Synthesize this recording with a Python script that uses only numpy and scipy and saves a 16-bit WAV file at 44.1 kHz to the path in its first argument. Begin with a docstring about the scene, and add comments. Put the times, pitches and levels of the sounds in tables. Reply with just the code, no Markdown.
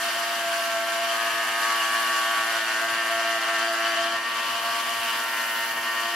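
"""A small scroll saw on a concrete workshop floor cuts a circuit board held to its table by hand.
From the start the drive shakes frame and table into a harsh buzz, loose parts knock on every cycle,
and the teeth rasp through the glass fibre under a hiss of dust. After a second the hands bear down:
the buzz tightens and the board catches in short squeals. After four seconds the push eases:
the motor speeds up a little and the table rings only in weak bursts."""
import sys
import numpy as np
from scipy import signal
from scipy.io import wavfile
from scipy.ndimage import uniform_filter1d

SR = 44100
rng = np.random.default_rng(int(sys.argv[2]) if len(sys.argv) > 2 else 0)


def dump_mix(stems):
    """Bounce the given channels to the path in sys.argv[1] as a 16-bit WAV at rate SR."""
    frames = np.atleast_2d(stems).T  # one column per channel
    limited = np.clip(frames, -1, 1)  # hard clip at full scale
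    pcm = np.round(limited * 32767).astype(np.int16)
    wavfile.write(sys.argv[1], SR, pcm)


N = 271574

# pace of the drive: (time [s], cycle rate [Hz])
DRIVE_SPEED = [(0.0, 113.7), (0.3, 114.15), (0.5, 113.25), (0.65, 112.6), (0.8, 112.4), (1.05, 113.3),
               (1.9, 113.5), (2.3, 113.4), (2.7, 113.1), (3.2, 113.25), (3.9, 112.8), (4.05, 112.95),
               (4.27, 114.8), (4.55, 114.5), (4.85, 114.7), (5.2, 114.35), (5.8, 114.7), (6.16, 114.8)]
# how firmly the board is fed: (time [s], firmness [0-1])
FEED_FIRMNESS = [(0, 0.88), (1.1, 0.7), (4.06, 0.96), (4.22, 0.52), (6.16, 0.51)]
# the hands bear down on the board: (start [s], end [s], pressure [0-1])
HAND_PRESSURE = [(1.122, 4.16, 0.96)]
# stereo image of the noise layers: (frequency [Hz], left-right likeness [-1 to 1])
STEREO_LIKENESS = [(100, 0.75), (400, 1), (900, 0.73), (2000, 1), (4000, 1), (5500, 0.063), (8000, 0.13),
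                   (11000, 0.14), (12500, -0.62)]
# colour of the housing's rumble: (frequency [Hz], relative density [dB])
RUMBLE_SPECTRUM = [(165, -1.5), (230, -6), (310, 9.5), (400, -15.5), (580, 8.5), (900, 2.5), (2000, -41)]
# fine sizzle of the blade in the kerf: (time [s], level [dB])
SIZZLE_LEVEL = [(0, -45), (.55, -45), (.9, -49), (4.25, -59), (4.45, -45), (4.9, -44), (5.6, -38),
                (5.9, -43)]
# colour of the dust hiss: (frequency [Hz], relative density [dB])
HISS_SPECTRUM = [(4000, -38), (7000, -16), (9000, 0.5), (11400, 1.5), (13000, -6), (13800, -5)]
# hiss of dust thrown out of the kerf: (time [s], relative level [dB])
DUST_LEVEL = [(0, -37.5), (.3, -42.5), (.58, -39), (.8, -42), (2.05, -38.5), (2.8, -42.5), (4.3, -45.5),
              (4.9, -41), (5.6, -41.5), (6.16, -45.5)]
# colour of the teeth in the board: (frequency [Hz], relative density [dB])
RASP_SPECTRUM = [(500, -31), (1000, -2.5), (1600, 5.5), (2200, 2), (3200, 1), (4600, 0), (6000, -1.5),
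                 (8000, -6), (11000, -15), (15000, -45)]
# the teeth lose their bite: (start [s], end [s], gain [dB])
BITE_DIPS = [(.72, .9, -1), (4.15, 4.29, -2), (5.18, 5.95, -1.5)]
# the board catches and a resonance flares: (start [s], end [s], pitch [Hz], level [dB])
BOARD_CATCHES = [(1.053, 1.115, 3160, -37), (1.218, 1.272, 2890, -39), (1.62, 1.655, 2910, -43),
                 (1.765, 1.82, 2860, -34), (1.898, 2.204, 2870, -43), (2.27, 2.338, 3120, -38),
                 (3.67, 3.698, 4620, -36), (3.824, 3.976, 2980, -39), (3.861, 3.917, 4700, -39),
                 (3.969, 4.135, 3130, -40), (4.199, 4.848, 1090, -45), (4.28, 4.947, 2960, -40),
                 (4.99, 5.154, 3120, -44), (5.001, 5.139, 2836, -35.5)]
# knocks of blade, board and linkage, in order within the cycle:
# (place in the cycle [0-1], relative force [dB], gain when pressed [dB], timing scatter [cycles])
CYCLE_KNOCKS = [(.22, -8, 0, .022), (.58, -2, -3.5, .04), (.88, -1.5, 2, .035)]
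# modes that the knocks ring: (pitch [Hz], width [Hz], relative level [dB])
BODY_MODES = [(692, 65, -8), (1114, 174, -3), (1373, 68, -2.5), (1610, 76, -6), (1857, 51, 1),
              (2373, 53, -4), (2818, 160, 1), (2960, 93, 3), (3160, 66, 2), (4110, 610, -10.5),
              (4594, 370, -7.5), (4910, 46, -2), (5777, 100, -8.5)]
# ring of the saw arm: (time [s], level [dB])
ARM_LEVEL = [(0, -37), (.8, -46), (1.4, -37), (3.1, -33.5), (4.25, -35), (4.5, -40.5), (5.1, -36.5),
             (5.5, -35.5), (6.16, -33)]
# the board sits still and lets the table ring out: (start [s], end [s], level [dB])
TABLE_BURSTS = [(0.019, .095, -32), (0.16, .42, -34), (0.43, 1.138, -30), (1.14, 1.303, -34.5),
                (1.347, 1.425, -34.5), (1.48, 1.637, -35), (1.662, 1.789, -37.5), (1.923, 2, -37.5),
                (2.264, 2.343, -34.5), (2.46, 2.523, -37), (2.539, 2.589, -33), (2.814, 2.872, -34),
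                (2.893, 2.944, -37), (2.965, 3.025, -35), (3.096, 3.21, -29.5), (3.245, 3.376, -30),
                (3.462, 3.554, -31), (3.61, 3.654, -32), (3.67, 3.753, -31), (3.795, 3.94, -32),
                (3.967, 4.153, -30.5), (4.522, 4.587, -37.5), (4.63, 4.709, -34), (4.732, 4.827, -38),
                (4.883, 4.931, -36.5), (4.948, 4.99, -37.5), (5.012, 5.07, -33.5), (5.172, 5.23, -40),
                (6.021, 6.201, -36.5)]
# the frame's low drone, growing as the cut deepens until the push eases: (time [s], level [dB])
DRONE_LEVEL = [(0, -51), (2.2, -49.5), (4.05, -44), (4.27, -53), (5.7, -53.5), (6.16, -49)]
# partials of the frame buzz: (pitch [x cycle rate], firm-feed gain [dB], light-feed gain [dB])
BUZZ_PARTIALS = [(1, -54, -34), (2, -39, -26), (4.004, -20, -16.5), (5.01, -16.5, -18.5), (7, -11, -26),
                 (8.014, -11, 1), (9.014, -14, 0), (10, -2.5, 1.5), (11, -6.5, -21), (12, -3.5, -6.5),
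                 (13, -6.5, -9), (13.997, -3.5, -6.5), (15, -7, -2.5), (17, -9, -7), (18, -12.5, -12.5),
                 (18.94, -14, -15), (20.04, -12.5, -8), (21, -15, -11), (21.57, -36, -9),
                 (23.3, -11.5, -8.5), (24.14, -13.5, -16), (25.07, -5.5, -12), (26.23, -11.5, -9),
                 (27.88, -18, -30), (29.8, -18.5, -22)]
# harmonics 7, 10-13, 15, 17 and 18 swell or fade as the hands shift; the other rows are silent:
# (start [s], end [s], pitch [x cycle rate], gain [dB])
BUZZ_SWELLS = [(0, .75, 4, -18), (.17, .37, 11, 4.5), (.18, 0.497, 9, 8), (.25, 0.853, 8, -37),
               (0.402, 0.895, 11, -3), (0.622, .95, 12, 4.5), (.95, 1.593, 5, -10), (1.09, 1.752, 11, 8.5),
               (1.103, 1.55, 14, 6.5), (1.1, 1.7, 12, -10), (1.156, 2.05, 15, 7), (1.452, 2.499, 7, 5.5),
               (1.599, 2.44, 10, 6.5), (2.856, 3.599, 10, 2), (1.998, 2.896, 13, 5.5), (2.3, 3.95, 17, 4.5),
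               (2.495, 3.897, 11, 3.5), (2.758, 3.999, 18, 7.5), (3.507, 3.897, 12, 4),
               (3.651, 4.148, 15, 4.5), (4.053, 4.334, 9, 9.5), (4.253, 5.177, 10, 3),
               (4.201, 5.543, 14, -7.5), (5.001, 5.646, 12, 3.5), (5.176, 5.648, 13, 5.5),
               (5.253, 5.703, 10, -7), (4.2, 5.005, 15, -8), (4.2, 4.554, 8, 3.5), (5.149, 5.55, 17, 5),
               (5.348, 5.648, 18, 8)]

FREE_HZ, SAG_HZ = 114.7, 1.5  # cycle rate running free, and its drop under full load
FIRST_KNOCK = CYCLE_KNOCKS[0][0]  # place in the cycle


def from_db(db):
    """Decibels to gain."""
    return 10 ** (np.asarray(db) / 20)


def rms_one(x):
    """Scale to unit power."""
    return x / np.sqrt(np.mean(np.abs(x) ** 2) + 1e-20)


def in_time(points):
    """An automation curve read at every sample."""
    return np.interp(np.arange(N) / SR, *np.transpose(points))


def at_hz(points, hz):
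    """A curve read on a log-frequency axis."""
    f, value = np.transpose(points)
    return np.interp(np.log(hz), np.log(f), value)


def held(rows, ramp_s=.05):
    """An envelope in which each (start, end, height) ramps up, holds and ramps down."""
    t = np.arange(N) / SR
    return sum(height * np.clip(np.minimum(t - start, end - t) / ramp_s + .5, 0, 1)
               for start, end, height in rows)


def pan(x, left_db):
    """Make the left side louder than the right by left_db."""
    return x * from_db([[left_db / 2], [-left_db / 2]])


def drift(rate):
    """Smooth random modulation of spread 1 that changes about rate times a second."""
    hop, run_in = 40, 2000
    r = np.exp(-2 * np.pi * rate * hop / SR)
    white = rng.standard_normal(N // hop + run_in + 2)
    slow = signal.lfilter([1], [1, -2 * r, r * r], white)[run_in:]
    return np.interp(np.arange(N) / hop, np.arange(len(slow)), rms_one(slow))


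def resonate(x, hz, width_hz):
    """One resonance with gain 1 at its peak."""
    r = np.exp(-np.pi * width_hz / SR)
    feedback = [1, -2 * r * np.cos(2 * np.pi * hz / SR), r * r]
    return signal.lfilter(np.array([1, 0, -1]) * (1 - r * r) / 2, feedback, x + 1e-18)


def banded_noise(spectrum, flicker_db, grain=1):
    """Stereo noise in flickering half-octave bands; grain shapes it before the bands ring; rms 1."""
    low, high = spectrum[0][0], min(spectrum[-1][0], .45 * SR)
    edges = np.geomspace(low, high, int(2 * np.log2(high / low)) + 2)
    out, white = 0, rng.standard_normal((2, 2, N)) * grain
    for k, band in enumerate(zip(edges, edges[1:])):
        mid, side = signal.sosfilt(signal.butter(2, band, "band", fs=SR, output="sos"), white[k % 2])
        hz = np.sqrt(band[0] * band[1])
        alike = at_hz(STEREO_LIKENESS, hz)
        gain = from_db(at_hz(spectrum, hz) + flicker_db * drift(24))
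        out = out + gain * (np.sqrt(1 + alike) * mid + np.sqrt(1 - alike) * side * [[1], [-1]])
    return rms_one(out)


def partial(angle, rough, rate, sway=.6):
    """A sine whose phase wavers by rough radians, and its height by sway times as much; rms 1."""
    return rms_one((1 + sway * rough * drift(rate)) * np.cos(angle + rough * drift(rate)))


def stroke(cycles, place, width):
    """A smooth gate, height 1, that opens once a cycle."""
    distance = (cycles - place + .5) % 1 - .5
    return np.exp(-.5 * (distance / width) ** 2)


def workshop(x, t60_s=.56, wall_cut_hz=3600):
    """The room's tail: eight feedback delays a side, duller on every bounce."""
    out, dull = np.zeros((2, N)), np.exp(-2 * np.pi * wall_cut_hz / SR)
    for k, lag in enumerate((rng.uniform(.011, .04, 16) * SR).astype(int)):
        loop, state = x[k % 2].copy(), [0.]
        gain = from_db(-60 * lag / SR / t60_s)
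        for i in range(lag, N, lag):
            back, state = signal.lfilter([gain * (1 - dull)], [1, -dull], loop[i - lag:i], zi=state)
            loop[i:i + lag] += back[:N - i]
        out[k % 2] += (loop - x[k % 2]) * (-1) ** (k // 2)
    return out


def near_echoes(x, strength, count=5):
    """Table, saw arm and floor throw the sound back within a few ms, differently to each side."""
    out = x.copy()
    for side in range(2):
        for lag in (rng.uniform(.0008, .007, count) * SR).astype(int):
            out[side, lag:] += strength * x[side, :-lag]
    return out / np.sqrt(1 + count * strength ** 2)


def low_rumble(slip, throb=.52):
    """A faint, uneven low rumble near 90 Hz that pulses with the motor's throb."""
    envelope = (1 + np.tanh(2 * drift(14))) ** 2 * (1 + throb * np.cos(slip))
    bass = resonate(rng.standard_normal(N) * envelope, hz=96, width_hz=66)
    return rms_one(resonate(bass, hz=83, width_hz=84))


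def housing_rumble(low_cut_hz=185):
    """The motor housing rumbles in the low mids and radiates no deep bass."""
    rumble = banded_noise(RUMBLE_SPECTRUM, flicker_db=1.8)
    return rms_one(signal.sosfilt(signal.butter(4, low_cut_hz, "high", fs=SR, output="sos"), rumble))


def motor(hum_angle, slip, pressed, damping_db=-1):
    """The low bed: mains hum, a faint low rumble and a housing that the pressing hands damp."""
    hum = from_db(-56.5) * partial(hum_angle, rough=.23, rate=9.6)
    housing = from_db(-46.5 + damping_db * pressed) * housing_rumble()
    return hum + housing + from_db(-68) * low_rumble(slip)


def sizzle(cycles, grit_db=2):
    """The finest dust is thrown out in one short puff a cycle."""
    puff = 2.3 * stroke(cycles, place=.4, width=.032)
    grain = from_db(grit_db * drift(1200)) * (1 + puff)
    return banded_noise([(10500, 0), (11700, 0), (16000, -5)], flicker_db=.5, grain=grain)


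def dust_hiss(cycles, feed, pressed, grit_db=.5, top_hz=13700):
    """The blade scrapes the kerf in one bright burst a cycle; pressed hard, on the way back too."""
    scrape = .88 * stroke(cycles, place=.39 + .1 * feed, width=.055)  # earlier under a light feed
    back = .93 * pressed * stroke(cycles, place=.1, width=.04)
    grain = from_db(grit_db * drift(1200)) * (1 + scrape + back)
    hiss = banded_noise(HISS_SPECTRUM, flicker_db=1, grain=grain)
    blade_ring = from_db(-3.5) * resonate(hiss, hz=11300, width_hz=670)
    return rms_one(signal.sosfilt(signal.butter(8, top_hz, fs=SR, output="sos"), hiss + blade_ring))


def tooth_rasp(cycles, bite=.28):
    """Teeth snap glass fibres in a dense rasp, hardest just after the first knock of the cycle."""
    biting = stroke(cycles, place=.33, width=.1)
    return banded_noise(RASP_SPECTRUM, flicker_db=1.44, grain=1 + bite * biting)


def board_chatter(cycles, pressed, grit_db=3.5, ramp_s=.025):
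    """The board catches and the teeth pump a resonance: a squeal if pressed, a broad grind if loose."""
    grip = stroke(cycles, place=.33, width=.14) * from_db(grit_db * drift(300))
    out = 0
    for start, end, hz, db in BOARD_CATCHES:
        near = slice(max(int((start - ramp_s) * SR), 0), int((end + ramp_s) * SR))
        width_hz = hz * (.022 if pressed[int(end * SR)] > 0 else .1)
        ring = resonate(grip[near] * rng.standard_normal(len(grip[near])), hz, width_hz)
        # friction limits the swing, which evens it out
        swing = np.sqrt(np.abs(uniform_filter1d(ring ** 2, size=300)) + 1e-12)
        squeal = np.zeros(N)
        squeal[near] = rms_one(ring / swing ** .99)
        out = out + squeal * held([(start, end, from_db(db))], ramp_s)
    return out


def rattle(cycles, pressed, frame_db, board_db, uneven_db=1.9, frame_top_hz=2200):
    """Loose parts knock with wandering timing and force, striking each mode with its own strength."""
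    turns = np.arange(int(cycles[-1]))
    starts = np.searchsorted(cycles, turns)
    hits, force = [], []
    for place, db, press_db, scatter in CYCLE_KNOCKS:
        hits.append(np.searchsorted(cycles, turns + place + scatter * drift(40)[starts]))
        accent_db = uneven_db * rng.standard_normal(len(turns))
        force.append(from_db(db + press_db * pressed[starts] + accent_db))
    hits, force = np.clip(np.concatenate(hits), 0, N - 1), np.concatenate(force)
    reversals = np.searchsorted(cycles + .005 * drift(9.3), turns)
    frame, board = 0, 0
    for k, (hz, width_hz, db) in enumerate(BODY_MODES):
        spread = .19 * rng.standard_normal(len(hits))
        # high modes radiate differently to left and right
        sides = .18 * hz / 2000 * rng.standard_normal((2, len(hits)))
        clicks = np.zeros((2, N))
        clicks[:, hits] = force * (1 + spread + sides)
        if hz < frame_top_hz:
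            frame = frame + (-1) ** k * from_db(db) * resonate(clicks, hz, width_hz)
        else:
            clicks[:, reversals] += .41 * hz / 2000  # the blade ticks as it reverses
            waver_db = drift(9)  # the board moves along the blade
            board = board + (-1) ** k * from_db(db + waver_db) * resonate(clicks, hz, width_hz)
    return from_db(frame_db) * rms_one(frame) + from_db(board_db) * rms_one(board)


def arm_ring(cycles, feed, slip, harmonic=16, throb=.3):
    """The saw arm rings in step with the first knock, swells with the slip and roughens under load."""
    angle = 2 * np.pi * harmonic * (cycles - FIRST_KNOCK)
    ring = partial(angle, rough=feed * 1.05 + (1 - feed) * .45, rate=12, sway=.3)
    return rms_one(ring * (1 + throb * np.cos(slip + drift(3.4))))


def table_ring(cycles, feed, slip, harmonic=6, flat_hz=9, throb=.057):
    """The table rings while the board sits still, sinks flat in between and throbs with the slip."""
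    settled = held([(start, end, 1) for start, end, _ in TABLE_BURSTS], ramp_s=.02)
    bursts = held([(start, end, from_db(db)) for start, end, db in TABLE_BURSTS], ramp_s=.02)
    loose = np.clip(1 - settled, 0, 1)
    angle = 2 * np.pi * (harmonic * cycles - np.cumsum(flat_hz * loose) / SR)
    ring = bursts * partial(angle, rough=.25, rate=10.6, sway=.71) * (1 + throb * np.cos(slip))
    # while the board hops about, only a weak, beating ring is left
    beating = loose * from_db(-49.5 + 11 * feed) * (np.cos(angle) + np.cos(angle - slip))
    return ring + beating


def frame_buzz(cycles, feed, buzz_db, board_db, board_hz=1614, board_width_hz=45):
    """The drive shakes the frame; its harmonics pull towards one sharp knock as the board is pressed."""
    seated = held([(start, end, 1) for start, end, _ in HAND_PRESSURE], ramp_s=.4)
    smear_rad = 1.3 * (1 - seated) + .55 * seated
    flutter = .0038 * drift(19.5)
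    angle = 2 * np.pi * (cycles - FIRST_KNOCK + flutter)
    out = from_db(in_time(DRONE_LEVEL)) * partial(3 * angle, rough=.15, rate=10)
    for k, firm_db, light_db in BUZZ_PARTIALS:
        # the board sounds the harmonics near its own pitch
        near_board = np.exp(-.5 * ((k * FREE_HZ - board_hz) / board_width_hz) ** 2)
        swell_db = held([(start, end, db) for start, end, multiple, db in BUZZ_SWELLS if multiple == k])
        wander_db = 1.03 * drift(1.5)
        colour = feed * from_db(firm_db) + (1 - feed) * from_db(light_db)
        gain = colour * from_db(buzz_db + near_board * board_db + swell_db + wander_db)
        rough = np.interp(k, [5, 14, 22], [.13, .17, .3])
        tone = gain * partial(k * angle + smear_rad * rng.standard_normal(), rough, rate=10)
        # the frame beams its higher harmonics to one side or the other
        out = out + pan(tone, left_db=.22 * k * rng.standard_normal())
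    return out


def scene(hum_hz=240):
    """The mix: shaking machine and cut, locked to the drive's cycle, over the motor's low bed."""
    speed, feed, pressed = in_time(DRIVE_SPEED), in_time(FEED_FIRMNESS), held(HAND_PRESSURE)
    cycles = np.cumsum(speed) / SR
    load = np.minimum((FREE_HZ - speed) / SAG_HZ, 1)
    hum_angle = 2 * np.pi * hum_hz * np.arange(N) / SR
    slip = hum_angle - 4 * np.pi * cycles  # motor slip: the hum beats against twice the cycle rate

    # the board trembles under the fingers, so buzz, knocks, rasp and hiss waver together
    tremble_db = .7 * drift(19)
    bite_db = held(BITE_DIPS) + tremble_db
    dust_db = in_time(DUST_LEVEL)
    buzz_db = -38 + 2 * pressed + tremble_db
    rattle_db = -39.5 + 2 * feed + bite_db
    rasp_db = -36.5 + 3 * feed + .39 * (dust_db - dust_db.mean()) + bite_db
    hiss_db = .5 + dust_db + .5 * bite_db

    bed = motor(hum_angle, slip, pressed)
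    buzz = pan(frame_buzz(cycles, feed, buzz_db, board_db=5 * load - pressed), left_db=.7)
    table = table_ring(cycles, feed, slip)
    arm = from_db(in_time(ARM_LEVEL)) * arm_ring(cycles, feed, slip)
    knocks = pan(rattle(cycles, pressed, frame_db=buzz_db - 5.3, board_db=rattle_db), left_db=6)
    chatter = pan(board_chatter(cycles, pressed), left_db=2)
    rasp = pan(from_db(rasp_db) * near_echoes(tooth_rasp(cycles), strength=.28), left_db=-.5)
    hiss = pan(from_db(hiss_db) * dust_hiss(cycles, feed, pressed), left_db=-3.5)
    puffs = pan(from_db(in_time(SIZZLE_LEVEL)) * sizzle(cycles), left_db=-2.5)
    dust = near_echoes(hiss + puffs, strength=.063)
    room = from_db(-9) * workshop(knocks + chatter + rasp)
    return bed + buzz + table + arm + knocks + chatter + rasp + dust + room


def record(dry, cutoff_hz=15700):
    """A steep low-pass takes off the very top."""
    return signal.sosfilt(signal.ellip(12, .1, 80, cutoff_hz, fs=SR, output="sos"), dry)


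dry = scene()
out = record(dry)
dump_mix(out)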